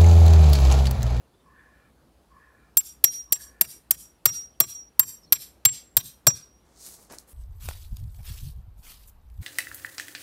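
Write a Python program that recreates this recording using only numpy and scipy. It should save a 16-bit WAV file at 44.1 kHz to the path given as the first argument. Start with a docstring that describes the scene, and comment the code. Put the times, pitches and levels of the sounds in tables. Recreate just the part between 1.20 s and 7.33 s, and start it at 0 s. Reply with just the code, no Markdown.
"""An outdoor hush with a low hum runs throughout; small birds chirp and a crow caws far off, both
before and between the blows. From 1.57 s a hammer drives a steel tent peg into a lawn with twelve
blows that overload the microphone. Damped modes make the steel ring, a low push makes the ground
thud, and scattered reflections from ground, tent wall and then trees throw each blow back.
At the end filtered noise grains rustle as tent cloth, with dull flaps and two buckle ticks."""
import sys
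import numpy as np
from scipy import signal
from scipy.fft import rfft, irfft
from scipy.io import wavfile
from scipy.ndimage import uniform_filter1d

SR = 44100
rng = np.random.default_rng(int(sys.argv[2]) if len(sys.argv) > 2 else 0)


def to_wav(sig):
    """Store sig (one row per channel, or 1-D mono) as 16-bit WAV at the path in sys.argv[1].

    Samples outside -1..1 are clipped; the rate is SR.
    """
    pcm = np.clip(np.atleast_2d(sig), -1, 1) * 32767
    pcm = np.round(pcm).astype(np.int16)
    wavfile.write(sys.argv[1], SR, pcm.T)  # frames by channels


N = 270377

# Levels in the tables are relative: each source adds its own gain. Spectra list [f/Hz, level/dB].
# Outdoor wash: spectrum [f/Hz, level/dB]
HUSH_SPECTRUM = [(25, -46.5), (45, -18), (70, -10), (100, -3), (240, -4.5), (500, -9), (800, -13.5),
                 (1300, -17), (2000, -23.5), (4500, -26.5), (7000, -30.5), (11000, -29), (15500, -35.5),
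                 (16300, -56.5)]
HUSH_DB = -63
HUM_HZ, HUM_DB = 59.06, -64.5

# Bird whistles: [t/s, length/s, start f/Hz, end f/Hz, level/dB]
CHIRPS = [(0.127, 0.034, 3500, 3450, -73), (0.18, 0.061, 3600, 3600, -75), (0.384, .03, 3500, 3450, -76),
          (3.33, 0.038, 3110, 3000, -74.5), (4.016, 0.054, 5400, 5390, -57.5),
          (4.039, 0.077, 4520, 4030, -69.5)]

# Crow calls: [t/s, length/s, lower throat ring level/dB, upper ring level/dB]
CAWS = [(0.219, .5, -60.5, -57), (1.088, 0.43, -58, -58), (2.043, 0.47, -61.5, -59.5)]
# Course of every caw: [share of length, lower ring level/dB, upper ring level/dB,
# mouth opening as a factor on the f of the sinking strand]
CAW_SHAPE = [(0, -27, -29, .86), (.08, -4, -18, .9), (.2, 1, -11.5, 1), (.34, -8.5, 0.5, 1),
             (.55, -7, -6, 1), (.7, -17, -7, .94), (.88, -15, -10.5, 0.87), (1, -29, -15, 0.72)]

# Course of the cloth friction: [t/s, swish level/dB, hiss level over swish/dB]
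RUSTLE = [(5.45, -76, -7), (5.54, -69.5, -11), (5.6, -53, -6), (5.67, -47.5, 2.5), (5.71, -54, 3),
          (5.75, -52, 0.5), (5.785, -61, -3), (5.83, -60.5, 3), (5.892, -72, -2), (5.901, -53, -18),
          (5.927, -56, 3), (5.95, -54.5, 1.26), (5.975, -64, -1.5), (5.995, -55.5, 0.3), (6.06, -79, -1),
          (6.09, -69, 13.5), (6.13, -75.5, 19.5)]
# Spectra of swish, hiss and flaps: [f/Hz, level/dB]
SWISH_SPECTRUM = [(2000, -44), (4000, 3), (6500, 7.5), (9000, 4), (12000, -40), (15800, -30), (16300, -60)]
HISS_SPECTRUM = [(6000, -15.5), (8500, -3), (12000, -2.5), (13000, -9.5), (15700, -10), (16200, -48)]
FLAP_SPECTRUM = [(120, -6), (280, 1), (800, -0.5), (2000, -9.5), (4000, -21), (9000, -48)]
# Dull cloth flaps: [t/s, hold/s, level/dB]
FLAPS = [(5.66, 0.026, -64), (5.787, 0.0075, -64), (5.901, 0.037, -48.5), (5.986, 0.0077, -83),
         (6.08, 0.034, -74)]
FLAP_RISE_DB_PER_S, FLAP_FALL_DB_PER_S, FLAP_REST_DB = 4000, 401, -69

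# Buckle ticks: [t/s, click peak level/dB, thin ring level/dB]
TICKS = [(5.924, -30, -66), (5.9858, -26.5, -57)]

# Reflection spectra of ground, tent wall and trees: [f/Hz, level/dB]
GROUND_SPECTRUM = [(300, -7.5), (1500, -4.5), (4000, -9), (9000, -8), (12000, -8.5), (15700, -9.5),
                   (16200, -39)]
WALL_SPECTRUM = [(300, -7), (1000, -5), (2700, 2), (4500, -6.5), (6500, -9.5), (9500, -6), (12000, -16),
                 (15700, -19.5), (16200, -39)]
TREES_SPECTRUM = [(300, -30), (1500, -9), (3000, -5), (4500, -1), (7000, 0.5), (9500, 2.5), (12500, -6.5),
                  (15700, -16.5), (16200, -39.5)]
# Reverberation of the trees: [f/Hz, time to fall 60 dB/s]
TREES_T60 = [(1000, .5), (4000, 0.25), (9000, 0.26), (14000, 0.25)]
ECHO_TREBLE_DB = -3.5  # further echo level from 9 kHz up
THROWN_RING_DB, THROWN_RING_T60_S = 1.5, 0.02  # only the start of the short rings is thrown back

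RUMBLE_DB, RUMBLE_FOLLOW = -31, 0.54  # the rumble follows the thud by this share of its dB

# Two long rings of the hammer head: [low f/Hz, high f/Hz]
HEAD_HZ = (5696, 7537)
# Low and high long ring of each blow, each: [top level/dB, rise time/s, time to fall 37.7 dB/s,
# bend of the fall, echo level/dB, time for the echo to fall 34 dB/s]
LONG_RINGS = [
    [(-33.0, 0.007, 0.107, 0.502, -49.8, 0.152), (-16.7, 0.0119, 0.0306, 2.5, -49.8, 0.109)],
    [(-19.7, 0.00471, 0.266, 0.729, -30.5, 0.167), (-22.0, 0.002, 0.0303, 2.12, -74.1, 0.231)],
    [(-25.6, 0.0047, 0.0673, 1.07, -44.5, 0.13), (-21.7, 0.00503, 0.0598, 1.25, -47.5, 0.0941)],
    [(-33.3, 0.004, 0.123, 0.501, -51.9, 0.149), (-33.1, 0.002, 0.05, 1.92, -53.0, 0.0939)],
    [(-35.6, 0.004, 0.139, 0.652, -52.5, 0.193), (-36.9, 0.00446, 0.0549, 1.73, -53.9, 0.0961)],
    [(-29.4, 0.002, 0.314, 1.52, -28.3, 0.177), (-27.8, 0.002, 0.0746, 1.56, -50.2, 0.107)],
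    [(-26.0, 0.0186, 0.171, 0.5, -37.2, 0.239), (-28.1, 0.00582, 0.0744, 1.28, -52.2, 0.163)],
    [(-46.7, 0.002, 0.508, 1.19, -47.6, 0.229), (-19.1, 0.00575, 0.0837, 0.841, -38.7, 0.114)],
    [(-33.0, 0.00549, 0.149, 0.592, -53.0, 0.12), (-33.1, 0.002, 0.0972, 1.69, -49.3, 0.136)],
    [(-57.0, 0.002, 0.381, 1.07, -55.3, 0.186), (-8.9, 0.00824, 0.121, 0.546, -34.2, 0.0858)],
    [(-40.1, 0.007, 0.119, 1.49, -54.9, 0.177), (-23.6, 0.0043, 0.0424, 1.51, -48.6, 0.0769)],
    [(-12.3, 0.0182, 0.119, 0.5, -38.6, 0.0689), (-10.4, 0.00498, 0.0395, 1.23, -59.7, 0.139)],
]
RING_ECHO_S, RING_ECHO_RISE_S, RING_ECHO_BEND = .085, .008, 2.2
RING_ECHO_CANCEL = .85  # the echo returns out of step and cancels the ring where the two are alike

# Damped modes of the steel in four groups, each mode: [f/Hz, level/dB, time to fall 60 dB/s]
STEEL_MODES = [
    [(9330, -2, .014), (9520, 0, .018)],
    [(12090, 0, .014), (11500, -16, .02)],
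    [(12610, 0, .028), (12810, -14, .05)],
    [(13960, 0, .016), (15650, -10, .016)],
]
# Spectra of the bright grit and the dull crack: [f/Hz, level/dB]
BRIGHT_SPECTRUM = [(4000, -23), (6500, -4.5), (8500, 0.5), (11000, -3), (13000, 2), (15500, -3.5),
                   (17000, -18)]
DULL_SPECTRUM = [(700, -29), (1300, -8.5), (2100, -1), (3000, -1.5), (4700, 3.5), (6000, 3), (8000, -26)]
GRIT_DB = -14
# Hammer blows: [t/s, dull crack level/dB, level/dB of the four mode groups, factor on mode times,
# low and high knock level/dB, thud level/dB, thud f/Hz, echo level/dB]
BLOWS = [(1.5708, -27.5, -21.5, -18.5, -16.5, -18, 2.3, -55.5, -44.5, -74, 183, -16.5),
         (1.8411, -20.5, -17, -6.5, -8.5, -17.5, 0.93, -36.5, -38, -56, 156.6, -19),
         (2.1237, -26.5, -25, -9, -11, -12, 0.53, -36, -43, -70, 176, -17.5),
         (2.411, -25.5, -21.5, -13.5, -11, -14.5, 0.98, -32.5, -46, -51, 177.6, -16.5),
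         (2.7088, -28.5, -16, -8.5, -13.5, -10, 0.61, -42.5, -35.5, -56.5, 132.7, -19),
         (3.0564, -19.5, -23, -13, -17, -11, 1.4, -32.5, -26, -39.5, 121, -16.5),
         (3.4028, -22.5, -15, -16, -12, -9, 0.94, -25, -28, -42, 133.5, -16),
         (3.7946, -24, -27.5, -19.5, -9, -13, 1.14, -44.5, -28, -50, 108.6, -15.5),
         (4.124, -20, -32.5, -7, -10, -27, 1.27, -38, -31.5, -55, 122, -17),
         (4.452, -15.5, -34.5, -14, -13, -20.5, 1.33, -31.5, -27, -37, 118.7, -17.5),
         (4.7685, -23.5, -31.5, -15.5, -14.5, -6.5, 0.75, -34, -30.5, -38, 112.5, -16),
         (5.0687, -17.5, -39, -19.5, -19, -16.5, 1.8, -18, -20, -26, 129.5, -21.5)]
FORE_TICK_S, FORE_TICK_DB, FORE_TICK_LENGTH_S = 0.0017, -22.5, 0.00048  # tick ahead of each blow
EDGE_HZ = 16500


def gain_of(db):
    """Level law: 20 dB make a factor of ten in amplitude."""
    return 10 ** (np.asarray(db) / 20)


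def evened(x):
    """Normalisation to unit effective value (RMS)."""
    return x / np.sqrt(np.mean(x ** 2) + 1e-20)


def read(points, hz):
    """Linear interpolation over logarithmic frequency."""
    f, value = np.transpose(points)[:2]
    return np.interp(np.log(hz + 1), np.log(f + 1), value)


def add(mix, s, sound):
    """Superposition: a sound starting at s seconds adds to the mix."""
    part = mix[round(s * SR):][:len(sound)]
    part += sound[:len(part)]


def coloured(x, spectrum):
    """Linear filtering: each frequency of x is weighted by a spectrum in dB."""
    hz = np.fft.rfftfreq(len(x), 1 / SR)
    return irfft(rfft(x) * gain_of(read(spectrum, hz)), len(x))


def resonate(x, hz, width):
    """Resonance by heterodyning: shift the curve hz to zero, smooth, shift back; peak gain 1."""
    turn = np.exp(2j * np.pi * np.cumsum(hz * np.ones(len(x))) / SR)
    r = np.exp(-np.pi * width / SR)
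    smooth = signal.lfilter([1 - r], [1, -r], x / turn + 1e-18)
    return 2 * (turn * smooth).real


def hush():
    """Broadband noise with a slowly varying spectrum: a distant wash in patches, and a wavering hum."""
    frames, hz = N // 256 + 5, np.fft.rfftfreq(1024, 1 / SR)
    a, b, patches = rng.standard_normal((frames, 513, 3)).T
    patches = uniform_filter1d(uniform_filter1d(patches, 14, 0), 16, 1)
    patches = 1.3 * evened(patches)  # dB
    z = (a + 1j * b) * gain_of(read(HUSH_SPECTRUM, hz)[:, None] + patches)
    wash = evened(signal.istft(z, nperseg=1024, noverlap=768)[1][:N])
    hum = resonate(resonate(rng.standard_normal(N), HUM_HZ, 15), HUM_HZ, 25)
    return gain_of(HUSH_DB) * wash + gain_of(HUM_DB) * evened(hum)


def chirp(s, length, start_hz, end_hz, db):
    """Narrow-band resonance of noise: a far, slightly fuzzy whistle, level or falling in pitch."""
    n = round(length * SR)
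    whistle = resonate(rng.standard_normal(n), np.linspace(start_hz, end_hz, n), 60)
    return s, gain_of(db) * evened(whistle) * np.hanning(n)


def caw(start, length, low_top_db, high_top_db):
    """Source and filter: uneven throat pulses ring resonances; one strand sinks as the mouth closes."""
    share, *shape = np.transpose(CAW_SHAPE)
    t = np.arange(0, length, 1 / SR)
    low_db, high_db, mouth = (np.interp(t / length, share, c) for c in shape)
    jitter, grit = rng.standard_normal((2, len(t)))
    pulse_hz = 64 * (1 + 0.089 * evened(uniform_filter1d(jitter, 600)))
    turns = np.cumsum(pulse_hz) / SR
    pulses = np.exp(-(turns % 1) / 0.39) * (0.91 + grit) + 0.75 * grit

    def ring(hz, width):
        """Two cascaded resonances shape the pulses."""
        return evened(resonate(resonate(pulses, hz, width), hz, 2 * width))

    closing = np.clip((1 - mouth) / .2, 0, 1)
    steady = (1 - 0.22 * closing) * ring(1704, 110)
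    sinking = (0.42 + .5 * closing) * ring(1570 * mouth, 170)
    top = (.12 + .45 * closing) * ring(2360, 110)
    voice = gain_of(low_top_db + low_db) * ring(1080, 94)
    voice += gain_of(high_top_db + high_db) * (steady + sinking + top)
    return start, voice * signal.windows.tukey(len(t), .1)


def rustle():
    """Friction noise: cloth drags over cloth in fine grains, a few larger snaps and dull flaps."""
    s, swish_db, hiss_db = np.transpose(RUSTLE)
    t = np.arange(s[0], N / SR, 1 / SR)
    grit = rng.standard_normal((3, len(t)))
    grit *= gain_of(3.4 * np.minimum(rng.exponential(1, len(t)), 6))  # the larger snaps
    flaps = gain_of(FLAP_REST_DB)
    for at, hold, db in FLAPS:
        rise_db = FLAP_RISE_DB_PER_S * np.maximum(at - t, 0)
        fall_db = FLAP_FALL_DB_PER_S * np.maximum(t - at - hold, 0)
        flaps = flaps + gain_of(db - rise_db - fall_db)
    swish = gain_of(np.interp(t, s, swish_db))
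    hiss = gain_of(np.interp(t, s, swish_db + hiss_db))
    layers = zip(grit, (SWISH_SPECTRUM, HISS_SPECTRUM, FLAP_SPECTRUM), (swish, hiss, flaps))
    return s[0], sum(level * evened(coloured(g, spectrum)) for g, spectrum, level in layers)


def tick(s, db, ring_db):
    """Impulse excitation: a buckle gives a bright click and a thin, high damped ring."""
    t = np.arange(round(.05 * SR)) / SR
    burst = rng.standard_normal(len(t)) * gain_of(-60 * np.abs(t - .002) / 0.0035)
    click = coloured(burst, [(3000, -44), (4200, -4), (12000, -11), (13000, -26)])
    ring = gain_of(ring_db - 60 * t / 0.069) * np.sin(2 * np.pi * 14900 * t)
    return s - .002, gain_of(db) * click / np.abs(click).max() + ring * (t > .002)


def surroundings():
    """Scattered reflection, drawn anew for each blow: ground and tent wall, then a swell from the trees."""
    taps = rng.standard_normal((3, SR // 2)) * gain_of(1.7 * rng.exponential(1, (3, SR // 2)))
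    hz, t, z = signal.stft(taps, SR, nperseg=128, noverlap=96)
    ground_db = read(GROUND_SPECTRUM, hz)[:, None] - 60 * t / 0.45
    ground = gain_of(ground_db) / (1 + np.exp((t - .047) / .003))
    wall = gain_of(read(WALL_SPECTRUM, hz)[:, None] - 0.5) * np.exp(-((t - .035) / 0.006) ** 2)
    # the trees answer faintly at once, then in two steps
    arrive = .08 + 0.13 / (1 + np.exp(-(t - .06) / 0.0027)) + 0.26 / (1 + np.exp(-(t - .082) / 0.0061))
    fade_db = 60 * np.maximum(t - .095, 0) / read(TREES_T60, hz)[:, None]
    trees = arrive * gain_of(read(TREES_SPECTRUM, hz)[:, None] - fade_db)
    taps = signal.istft(z[0] * ground + z[1] * wall + z[2] * trees, SR, nperseg=128, noverlap=96)[1]
    return taps / np.linalg.norm(taps)  # unit energy


def thud(db, hz, rumble_db):
    """Momentum transfer: the lawn gives a short low push; a rough rumble follows as the soil settles."""
    t = np.arange(round(.25 * SR)) / SR
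    push = np.exp(-((t - .012) / .009) ** 2) * np.sin(2 * np.pi * hz * t)
    rumble = evened(resonate(resonate(rng.standard_normal(len(t)), 110, 70), 120, 120))
    settle = np.maximum(t - .028, 0) / 0.024
    return gain_of(db + 6.5) * push + gain_of(rumble_db) * rumble * settle * np.exp(1 - settle)


def head(hz, top_db, top_s, fall_s, bend, echo_db, echo_s):
    """Interference: a long ring dies, swells as the trees throw it back, and wavers more when scattered."""
    t = np.arange(round(.4 * SR)) / SR
    fall_db = 37.7 * (np.maximum(t - top_s, 0) / fall_s) ** bend
    direct = np.minimum(t / top_s, 1) * gain_of(top_db - fall_db)
    late = t - RING_ECHO_S
    echo_fall_db = 34 * (np.maximum(late, 0) / echo_s) ** RING_ECHO_BEND
    echo = gain_of(echo_db - echo_fall_db) / (1 + np.exp(-late / RING_ECHO_RISE_S))
    level = np.sqrt(direct ** 2 + echo ** 2 - 2 * RING_ECHO_CANCEL * direct * echo)
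    # faint stretches are mostly scattered sound
    scattered = np.clip((-29.5 - 20 * np.log10(level + 1e-9)) / 24, .05, .97)
    fuzzy = evened(resonate(resonate(rng.standard_normal(len(t)), hz, 50), hz, 80))
    pure = np.sqrt(2 * (1 - scattered ** 2)) * np.sin(2 * np.pi * hz * t)
    return level * (pure + scattered * fuzzy)


def steel(dull_db, rings_db, free, low_db, high_db):
    """Impact and modal decay: a noisy crack with a rebound of the head, a dull knock and short rings."""
    t = np.arange(round(.12 * SR)) / SR
    grit = rng.standard_normal((4, len(t)))
    turn = rng.random((5, 2, 2))
    rebound = np.maximum(t - .002 - 0.0039 * turn[-1, 0, 0], 0)
    contact = gain_of(-60 * t / 0.031) + 0.79 * (rebound > 0) * gain_of(-60 * rebound / 0.014)
    crack = gain_of(GRIT_DB) * evened(coloured(grit[0], BRIGHT_SPECTRUM)) * contact
    crack += gain_of(dull_db + 3.5) * evened(coloured(grit[1], DULL_SPECTRUM)) * contact
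    knock = gain_of(low_db) * evened(resonate(resonate(grit[2], 580, 400), 390, 770))
    knock += gain_of(high_db) * evened(resonate(resonate(grit[3], 1080, 320), 1300, 740))
    crack += gain_of(0.5) * knock * (1 - np.exp(-t / 0.00083)) * gain_of(-60 * t / 0.048)
    rings = np.zeros(len(t))
    for group, ring_db, chance in zip(STEEL_MODES, rings_db, turn):
        for (hz, db, t60), (phase, grip) in zip(group, chance):
            hz = hz * (1 + 0.00094 * (grip - .5))  # the grip of the soil shifts each mode a little
            decay = gain_of(ring_db + db + 8 - 60 * t / (free * t60))
            rings += decay * np.sin(2 * np.pi * (hz * t + phase))
    return np.array([crack, rings]) * np.minimum(t / 0.00031, 1)


def blow(mix, row, long_rings):
    """Superposition of one blow: fore tick, steel, its reflections, the thud and the long rings."""
    s, dull_db, *rings_db, free, low_db, high_db, thud_db, thud_hz, echo_db = row
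    crack, rings = steel(dull_db, rings_db, free, low_db, high_db)
    t = np.arange(len(rings)) / SR
    spread = crack + rings * gain_of(THROWN_RING_DB - 60 * t / THROWN_RING_T60_S)
    echo_spectrum = [(5000, echo_db), (9000, echo_db + ECHO_TREBLE_DB)]
    thrown = coloured(np.pad(spread, (0, 500)), echo_spectrum)
    fore = round(FORE_TICK_LENGTH_S * SR)
    fore_tick = (crack + rings)[:fore] * np.hanning(fore)
    add(mix, s - FORE_TICK_S, gain_of(FORE_TICK_DB) * fore_tick)
    add(mix, s, crack + rings)
    add(mix, s, signal.fftconvolve(thrown, surroundings()))
    add(mix, s + 0.0034, thud(thud_db, thud_hz, RUMBLE_DB + RUMBLE_FOLLOW * thud_db))
    add(mix, s, sum(head(hz, *ring) for hz, ring in zip(HEAD_HZ, long_rings)))


def scene():
    """Superposition of all sources upon the hush."""
    mix = hush()
    for row, long_rings in zip(BLOWS, LONG_RINGS):
        blow(mix, row, long_rings)
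    for source, table in ((caw, CAWS), (chirp, CHIRPS), (tick, TICKS)):
        for row in table:
            add(mix, *source(*row))
    add(mix, *rustle())
    return mix[None]


def record(dry):
    """Saturation and band limiting: the loudest peaks clip, then a low-pass filter cuts the top."""
    clipped = np.clip(dry, -.93, .93)
    low_pass = signal.firwin(255, EDGE_HZ, window=("kaiser", 9), fs=SR)
    return signal.oaconvolve(clipped, low_pass[None], "same")


dry = scene()
out = record(dry)
to_wav(out)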